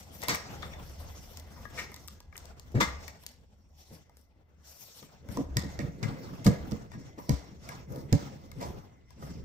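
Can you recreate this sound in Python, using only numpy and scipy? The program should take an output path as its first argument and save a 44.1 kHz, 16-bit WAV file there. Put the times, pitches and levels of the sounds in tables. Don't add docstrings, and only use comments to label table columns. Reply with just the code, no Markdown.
import sys
import numpy as np
from scipy import signal
from scipy.fft import rfft, irfft, next_fast_len
from scipy.io import wavfile

SR = 44100
rng = np.random.default_rng(int(sys.argv[2]) if len(sys.argv) > 2 else 0)


def waveform_to_disk(signal):
    frames = np.transpose(np.atleast_2d(signal))
    scaled = np.clip(frames, -1, 1) * 32767
    samples = np.round(scaled).astype(np.int16)
    wavfile.write(sys.argv[1], SR, samples)


N = 416304

# pitch_hz, level_db, t60_s
EDGE_MODES = [(525, 15, 0.015), (712, -10, 0.091), (808, -10, 0.14), (985, 6.5, 0.028), (1214, 4.5, 0.039),
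              (1544, 6, 0.0088), (1661, -5.5, 0.13), (1879, 6.5, 0.029), (2066, -1.5, 0.075),
              (2212, 8, 0.016), (2980, -2, 0.0099), (3520, -0.5, 0.014), (3600, -4, 0.028),
              (3630, -6.5, 0.02)]
# time_s, left_lag_ms, wiping_pan_db (positive is left)
POSITION = [(0, -0.31, 0.5), (1, -0.12, 0.5), (2.4, -0.097, 0), (2.7, -0.27, 0), (3.2, -0.18, -1),
            (4.6, -0.13, 2), (5.2, -0.2, 0.5), (5.5, 0.35, -1.5), (7, .38, -0.5), (7.6, 0.37, -0.5),
            (9.44, 0.46, -1)]


def from_db(db):
    return 10 ** (np.asarray(db) / 20)


def rms_one(x):
    return x / np.sqrt(np.mean(x ** 2) + 1e-20)


def peak_one(x):
    return x / np.max(np.abs(x))


def in_time(rows):
    times, *columns = np.transpose(rows)
    return [np.interp(np.arange(N) / SR, times, column) for column in columns]


def at_hz(points, hz):
    freqs, values = np.transpose(points)
    return np.interp(np.log(hz), np.log(freqs), values)


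def every_sample(coarse):
    return np.interp(np.arange(N) / 64, np.arange(len(coarse)), coarse)


def drift(rate_hz):
    r = np.exp(-2 * np.pi * rate_hz * 64 / SR)
    wander = signal.lfilter([1], [1, -2 * r, r * r], rng.standard_normal(N // 64 + 2002))
    return rms_one(wander[2000:])


def band(x, low_hz, high_hz):
    return signal.sosfilt(signal.butter(2, [low_hz, high_hz], "band", fs=SR, output="sos"), x)


def sides(pan_db):
    return from_db(np.array([pan_db / 2, -pan_db / 2]))


def spread(mid, side, mid_share):
    return np.sqrt(mid_share) * mid + np.sqrt(1 - mid_share) * side * [[1], [-1]]


def stereo_noise(length, own):
    shared, *apart = rng.standard_normal((3, length))
    return (shared + own * np.array(apart)) / np.sqrt(1 + own ** 2)


def add(out, start_s, sound, pan_db):
    i = round(start_s * SR)
    out[:, i:i + sound.shape[1]] += sides(pan_db)[:, None] * sound[:, :N - i]


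def ring(force, modes):
    out = 0
    for k, (hz, level_db, t60_s) in enumerate(modes):
        r, w = from_db(-60 / (t60_s * SR)), 2 * np.pi * hz / SR
        swing = signal.lfilter([0, np.sin(w)], [1, -2 * r * np.cos(w), r * r], force)
        out = out + (-1) ** k * from_db(level_db) * swing
    return out


def struck(modes, centre_hz, focus_db, chance_db):
    return [(hz, db - focus_db * abs(np.log2(hz / centre_hz)) + chance_db * rng.standard_normal(), t60_s)
            for hz, db, t60_s in modes]


def stroke_powers():
    # start_s, hold_s, rumble_db, drag_db, hiss_db, air_db
    strokes = [(0.0, 0.0056, -60, -58.5, -59.5, -55.5), (0.14, 0.15, -59, -65, -62.5, -58.5),
               (0.298, 0.041, -53, -44.5, -46, -64.5), (0.509, 0.22, -50.5, -52.5, -65.5, -62.5),
               (0.829, 0.21, -57, -59.5, -64, -60.5), (1.087, 0.3, -60, -60, -65, -60),
               (1.477, 0.23, -58, -61.5, -69, -64.5), (1.765, 0.04, -51.5, -52.5, -56, -56),
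               (1.912, 0.22, -63, -69.5, -72, -66), (2.362, .12, -66, -61.5, -71.5, -71),
               (2.568, 0.31, -62, -68, -77, -78), (2.825, 0.063, -54, -53, -57.5, -71.5),
               (3.01, 0.083, -64, -60, -65.5, -69), (3.226, 0.083, -65.5, -69.5, -69, -64),
               (3.452, 0.36, -74.5, -83, -86, -86.5), (3.786, 0.1, -81, -73, -67.5, -65),
               (3.931, 0.019, -63.5, -66.5, -68, -62), (4.176, 0.033, -80, -88, -78.5, -70),
               (4.679, 0.32, -73.5, -67, -62, -56.5), (5.12, 0.033, -66, -66, -76, -80),
               (5.318, 0.059, -49, -56, -64.5, -59), (5.584, 0.12, -51, -55.5, -61, -69.5),
               (5.778, 0.043, -51.5, -54, -68, -78), (5.92, 0.071, -52, -75, -79.5, -80),
               (6.06, 0.027, -43.5, -49, -68, -81), (6.172, 0.37, -50, -58, -70, -71),
               (6.49, 0.12, -45.5, -52.5, -70, -117), (6.646, 0.13, -46.5, -56, -69.5, -67),
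               (6.913, 0.17, -53.5, -64.5, -70.5, -75), (7.2, 0.054, -57, -63, -70, -63.5),
               (7.312, 0.055, -56, -55, -62.5, -87), (7.453, 0.055, -58, -70.5, -76, -84),
               (7.635, .13, -51, -58, -64.5, -68), (7.902, 0.11, -45.5, -62.5, -69.5, -64),
               (8.131, 0.16, -46.5, -53.5, -66, -85), (8.45, 0.12, -54, -66.5, -76, -76),
               (8.609, .08, -45.5, -58.5, -68.5, -63.5), (8.786, .05, -68, -62.5, -76, -75),
               (9.103, 0.0079, -67.5, -68.5, -71, -76), (9.22, 0.084, -52.5, -60.5, -65.5, -64),
               (9.31, 0.034, -48, -65.5, -69.5, -78)]
    # rise_db_per_s, fall_db_per_s, rest_db
    shapes = [(136.5, 67, -72.5), (250, 88, -78), (350, 134, -96.5), (450, 220.5, -102)]
    t = np.arange(N // 64 + 2) * 64 / SR
    start_s, hold_s, *parts_db = (column[:, None] for column in np.transpose(strokes))
    early_s, late_s = np.maximum(start_s - t, 0), np.maximum(t - start_s - hold_s, 0)
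    return [from_db(2 * (part_db - rise * early_s - fall * late_s)).sum(axis=0) + from_db(2 * rest_db)
            for part_db, (rise, fall, rest_db) in zip(parts_db, shapes)]


def cloth_wiping(flicker_db, fibres_per_s, fibre_db):
    # freq_hz, density_db
    rumble = [(70, -11.5), (110, 4), (160, 1.5), (230, -3), (350, -9.5), (500, -11), (900, -71)]
    drag = [(250, -27), (450, -5.5), (700, -3), (1000, -9), (1500, -11), (2000, -19), (2800, -15),
            (4500, -29.5)]
    hiss = [(1500, -15.5), (3000, -5), (4200, -7), (5800, -4), (7500, -4), (10000, -18), (13000, -25.5)]
    air = [(6000, -13.5), (9000, 10.5), (12000, 35.5), (16000, -53)]
    # freq_hz, mid_share
    likeness = [(60, 0.38), (200, 0.97), (600, 0.71), (2000, 0.57), (5000, 0.34), (12000, .4)]
    edges = 70 * 2 ** np.arange(0, 8.1, 1 / 3)
    centres = np.sqrt(edges[1:] * edges[:-1])
    shares = [from_db(2 * at_hz(part, centres)) * centres for part in (rumble, drag, hiss, air)]
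    powers = stroke_powers()
    friction = rng.standard_normal((2, 2, N))
    snaps = rng.random(N) < fibres_per_s / SR
    sizes = from_db(fibre_db + 2.5 * np.minimum(rng.exponential(1, N), 5))
    friction[:, 0] += snaps * sizes * rng.choice([-1, 1], N)
    out, common_drift = 0, drift(15)
    for k, hz in enumerate(centres):
        mid, side = map(rms_one, band(friction[k % 2], edges[k], edges[k + 1]))
        level = np.sqrt(sum(power * share[k] / share.sum() for power, share in zip(powers, shares)))
        flicker = from_db(flicker_db * (0.8 * common_drift + drift(18) + 0.5 * drift(5)))
        out = out + every_sample(level * flicker) * spread(mid, side, at_hz(likeness, hz))
    _, pan_db = in_time(POSITION)
    return (out + lens_singing(drag_and_hiss=np.sqrt(powers[1:3]))) * sides(pan_db)


def lens_singing(drag_and_hiss):
    # pitch_hz, relative_db, t60_s
    resonances = [(2050, -12, 0.021), (5584, -10.5, .012)]
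    out = 0
    for level, (hz, relative_db, t60_s) in zip(drag_and_hiss, resonances):
        tone = rms_one(ring(stereo_noise(N, own=0.56), [(hz, 0, t60_s)]))
        out = out + every_sample(level * from_db(relative_db + 3 * drift(4))) * tone
    return out


def low_hum():
    # time_s, level_db
    swells = [(0.0, -58), (0.26, -58), (0.73, -48.5), (2.02, -56), (2.55, -55), (2.84, -43), (3.18, -62),
              (5.12, -69), (5.52, -43.5), (6.42, -69), (6.62, -46), (7.02, -64), (8.12, -56), (8.33, -60.5),
              (8.7, -50.5), (8.96, -63), (9.2, -59), (9.44, -44.5)]
    # pitch_hz, width_hz, level_db
    resonances = [(40.8, 31, -5.5), (55.5, 23, -7.5), (75, 23, -2.5)]
    modes = [(hz, db, np.log(1000) / (np.pi * width_hz)) for hz, width_hz, db in resonances]
    mid, side = (rms_one(band(ring(noise, modes), 38, 90)) for noise in rng.standard_normal((2, N)))
    return from_db(in_time(swells)[0]) * spread(mid, side, mid_share=0.95)


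def edge_ticks(rattle_s):
    # start_s, crack_db, dull_relative_db, dull_centre_hz, bright_relative_db, pan_db
    contacts = [(0.2192, -29.5, -18.5, 1310, -5, 3), (0.2364, -27, -7, 684, -7, 12.5),
                (0.2843, -18, -8.5, 1180, 4, -7), (0.3479, -24, -2.5, 2060, -2, 7.5),
                (0.356, -22.5, -46, 1860, -5, -2), (0.629, -41.5, 8, 1210, -26, 3),
                (1.3726, -30, -23, 710, -13, 3.5), (1.3983, -43, -22, 1430, -21, 21),
                (1.6532, -54.5, 16.5, 1260, -23, 14.5), (1.918, -43, -1, 2110, 3, 0.5),
                (1.943, -31, -16, 1820, -21, 2), (1.963, -33, -16, 1680, -20, 1),
                (2.0772, -50.5, -6, 1720, 22.5, 2), (2.083, -28.5, -19.5, 1240, -22, 4),
                (2.2038, -39, -12.5, 885, -25, 3.5), (2.3264, -60.5, 12, 1660, -21, 9),
                (2.356, -47, 6, 2530, -10, 8), (2.367, -49.5, -17.5, 730, 19.5, -14.5),
                (2.378, -31, -29.5, 2030, -18, 7), (2.4555, -40.5, -16, 810, -26, 12),
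                (2.597, -35.5, -16.5, 1310, -37.5, 7), (3.0803, -33, -5, 2296, -34.5, 13.5),
                (3.237, -41.5, -11, 910, -1, 0), (3.2647, -24, -32, 872, -15, 3),
                (4.096, -53.5, -1, 700, -31.5, 3), (4.17, -46.5, -12.5, 768, 6, -1),
                (4.214, -59.5, -22.5, 780, 8, 7), (5.0275, -43.5, -4.5, 780, -18, 8),
                (5.2883, -46.5, -2.5, 980, -7, 15.5), (5.3234, -56, -22.5, 910, 19, -9),
                (5.3722, -30.5, 1.5, 940, -27.5, -3.5), (5.5699, -11.5, -12.5, 1720, -17, -4),
                (5.7914, -33, -7, 2080, -40, -18), (6.0294, -34.5, -4.5, 1960, -36, -19),
                (6.4468, -39, -40, 703, -3, 25), (6.4657, -19.5, -6, 686, -6, -15.5),
                (6.7128, -34, -28, 703, -28, -2), (6.72, -34, -11.5, 740, -32, -13),
                (6.9177, -49, 5, 1790, -26, 10), (7.2941, -22.5, -6.5, 715, -2.5, -9.5),
                (7.6901, -30.5, -4, 1840, -5, 2), (7.9235, -51, -25, 1200, 10, 3.0),
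                (7.9605, -39, -23, 734, -6.5, 3), (8.1275, -17.5, -8, 690, -12.5, -10),
                (8.5162, -37, -7.5, 870, -11, 2), (8.6131, -38, 1.5, 960, -27, 2),
                (9.106, -54, -6, 1020, -35, 19), (9.226, -50, 7, 640, -12, 9)]
    out, t = np.zeros((2, N)), np.arange(SR // 10) / SR
    for start_s, crack_db, dull_db, hz, bright_db, pan_db in contacts:
        force = 0.11 * stereo_noise(len(t), own=0.7) * np.exp(-t / rattle_s)
        force[:, 0] += 1
        crack = peak_one(band(force, 2800, 14000))
        ringing = ring(force, struck(EDGE_MODES, hz, focus_db=10, chance_db=6.5))
        dull = from_db(dull_db) * peak_one(band(force, 0.55 * hz, 1.24 * hz) + 0.03 * ringing)
        bright = from_db(bright_db) * peak_one(band(force, 8130, 12000))
        add(out, start_s, from_db(crack_db) * (crack + dull + bright), pan_db)
    return out


def edge_scrapes(hard_slips_per_s):
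    # start_s, rise_s, fall_s (per 20 dB), dull_db, centre_hz, bright_db, pan_db
    slides = [(.225, 0.0034, 0.025, -38, 1420, -48.5, 6.5), (0.287, 0.0059, 0.06, -31.5, 1490, -33, 0),
              (.24, 0.0038, 0.026, -46.5, 3500, -52, 7), (.62, 0.0043, 0.036, -45.5, 3620, -60, 5),
              (0.729, 0.0043, 0.018, -47.5, 3500, -76, 1), (1.541, 0.034, 0.11, -59, 1080, -70, 3),
              (1.765, 0.029, 0.046, -37.5, 2360, -48, 3), (2.745, .01, .12, -45, 1405, -57.5, 2),
              (2.799, 0.0098, 0.037, -24.5, 1096, -36.5, 1), (2.802, 0.012, 0.027, -38, 3600, -47.5, 26.5),
              (2.81, .015, .02, -33, 2090, -57.5, 4.5), (2.825, 0.0036, 0.04, -58, 1520, -37.5, -2),
              (5.576, 0.0021, 0.036, -50, 1970, -74, 0), (5.795, 0.0062, 0.039, -46.5, 2110, -57, -3),
              (6.03, 0.0025, 0.026, -38, 2020, -46, 1), (6.44, 0.036, 0.017, -39.5, 1030, -39.5, 6.5),
              (6.92, 0.02, 0.026, -53, 1370, -66, 0), (7.175, .015, 0.016, -44, 815, -60, 2),
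              (7.3, 0.0027, 0.13, -51.5, 1040, -52, -7.5), (7.61, 0.045, 0.035, -78, 800, -62, -7),
              (7.7, 0.026, 0.029, -48.5, 1070, -60, -6), (7.9, 0.061, 0.071, -45, 634, -81, 0),
              (8.13, 0.0042, 0.24, -73, 1050, -64.5, -26), (8.6, 0.029, 0.057, -40, 765, -50.5, -3.5),
              (9.22, 0.0045, 0.02, -44, 760, -64, -1)]
    out, t = np.zeros((2, N)), np.arange(SR // 3) / SR
    for start_s, rise_s, fall_s, dull_db, hz, bright_db, pan_db in slides:
        envelope = np.minimum(t / rise_s, 1) * from_db(-20 * np.maximum(t - rise_s, 0) / fall_s)
        slips = stereo_noise(len(t), own=0.76)
        slips *= 1 + (rng.random(len(t)) < hard_slips_per_s / SR)
        ringing = ring(envelope * slips, struck(EDGE_MODES, hz, focus_db=15, chance_db=3))
        dull = rms_one(ringing) * np.sqrt(np.mean(envelope ** 2))
        bright = envelope * rms_one(band(slips, 1700, 12000))
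        add(out, start_s, from_db(dull_db) * dull + from_db(bright_db) * bright, pan_db)
    return out


def lens_bumps():
    # start_s, level_db, centre_hz, pan_db, contact_s
    bumps = [(0.28, -31.5, 313, 1, 0.042), (2.743, -19, 148, -0.5, 0.024), (2.773, -22.5, 263, -1, 0.052),
             (3.907, -45, 240, 1, 0.021), (5.016, -47.5, 166, 4, 0.028), (5.283, -36.5, 88, 9, 0.018),
             (5.368, -23, 278, -1, 0.045), (5.563, -22, 126, 2, 0.015), (5.629, -32.5, 153, -1, 0.035),
             (5.789, -28, 247, -3, 0.015), (5.815, -25.5, 114, -5.5, 0.07), (6.024, -29, 136.4, 16, 0.037),
             (6.07, -34, 142, 1, 0.074), (6.308, -37, 187, -1, 0.025), (6.457, -11, 167, -3, 0.03),
             (6.477, -18.5, 164, -4, 0.029), (6.717, -26.5, 195, -6, 0.026), (6.938, -37, 127, 0, 0.071),
             (7.175, -40.5, 295, 3, 0.015), (7.289, -17, 130, 2, 0.02), (7.313, -22, 70.0, 0, 0.018),
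             (8.124, -13.5, 128, -1.5, 0.022), (9.224, -39, 158, 2, 0.026)]
    # pitch_hz, level_db, t60_s
    lens_modes = [(45.4, -29, 0.17), (65, -16.5, 0.21), (91.5, -11, 0.067), (137.2, -2, 0.056),
                  (157.7, 0, 0.065), (173.5, -2, 0.065), (194.5, -2.5, 0.056), (230, -2.5, 0.025),
                  (273.4, -13, 0.13), (324.4, -15.5, 0.066), (436, -15, 0.077), (473, -13.5, 0.1),
                  (569, -10, 0.064), (733, -4.5, 0.03)]
    out, t = np.zeros((2, N)), np.arange(SR // 3) / SR
    softness = signal.butter(2, 520, fs=SR, output="sos")
    for start_s, level_db, hz, pan_db, contact_s in bumps:
        force = 0.048 * stereo_noise(len(t), own=0.6) * (t < contact_s)
        force[:, 0] += 1
        boom = ring(signal.sosfilt(softness, force), struck(lens_modes, hz, focus_db=8, chance_db=0.53))
        damping = 0.31 + 0.32 * from_db(-900 * np.maximum(t - contact_s, 0))
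        add(out, start_s, from_db(level_db) * peak_one(boom * damping), pan_db)
    return out


def cloth_crackle(start_s, end_s, snaps_per_s):
    t = np.arange(N) / SR
    snaps = (rng.random(N) < snaps_per_s / SR) * (t > start_s) * (t < end_s)
    sizes = from_db(-51.5 + 4 * np.minimum(rng.exponential(1, N), 3))
    return band(snaps * sizes + 1e-18, 4500, 16000) * sides(pan_db=7.5)[:, None]


def workshop_echo(x, t60_s, wall_cut_hz):
    size = next_fast_len(N + SR)
    hz = np.fft.rfftfreq(size, 1 / SR)
    dulling = np.sqrt(1 / (1 + 1j * hz / wall_cut_hz))
    walls = np.zeros((2, len(hz)), complex)
    for k, lag_s in enumerate(rng.uniform(0.009, 0.028, size=12)):
        delay = np.exp(-2j * np.pi * hz * round(lag_s * SR) / SR)
        loop = from_db(-60 * lag_s / t60_s) * dulling * delay
        walls[k % 2] += loop / (1 - loop) * (-1) ** (k // 2)
    return irfft(rfft(x, size) * walls, size)[:, :N]


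def scene():
    hits = lens_bumps() + edge_ticks(rattle_s=0.0027)
    hits += cloth_crackle(start_s=2.6, end_s=2.9, snaps_per_s=30)
    hits += edge_scrapes(hard_slips_per_s=900)
    close = hits + cloth_wiping(flicker_db=2.5, fibres_per_s=25, fibre_db=20.5)
    left_lag_ms, _ = in_time(POSITION)
    half_lag = np.round(left_lag_ms * SR / 2000).astype(int)
    left = close[0, np.clip(np.arange(N) - half_lag, 0, N - 1)]
    right = close[1, np.clip(np.arange(N) + half_lag, 0, N - 1)]
    room = workshop_echo(band(hits.mean(axis=0), 380, 14000), t60_s=0.45, wall_cut_hz=8000)
    return np.array([left, right]) + from_db(-16) * room + low_hum()


def record(dry):
    # freq_hz, gain_db
    left_port = [(1000, 3.5), (3000, 3.5), (5500, 7.5), (8000, 4.5), (9300, -2.5), (10300, -7),
                 (11000, -9.5), (11500, 2.5), (13500, 0), (15500, 10.5), (16000, -26.5)]
    right_port = [(1000, 2.5), (3000, 1), (5500, 9.5), (8000, -2), (10300, -22), (11500, -4.5),
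                  (13500, -15), (15500, -5.5), (16000, -33)]
    hz = np.fft.rfftfreq(N, 1 / SR) + 1
    ports = from_db([at_hz(left_port, hz), at_hz(right_port, hz)])
    top_cut = signal.cheby2(14, 70, 16900, fs=SR, output="sos")
    return signal.sosfilt(top_cut, irfft(rfft(dry) * ports, N))


dry = scene()
out = record(dry)
waveform_to_disk(out)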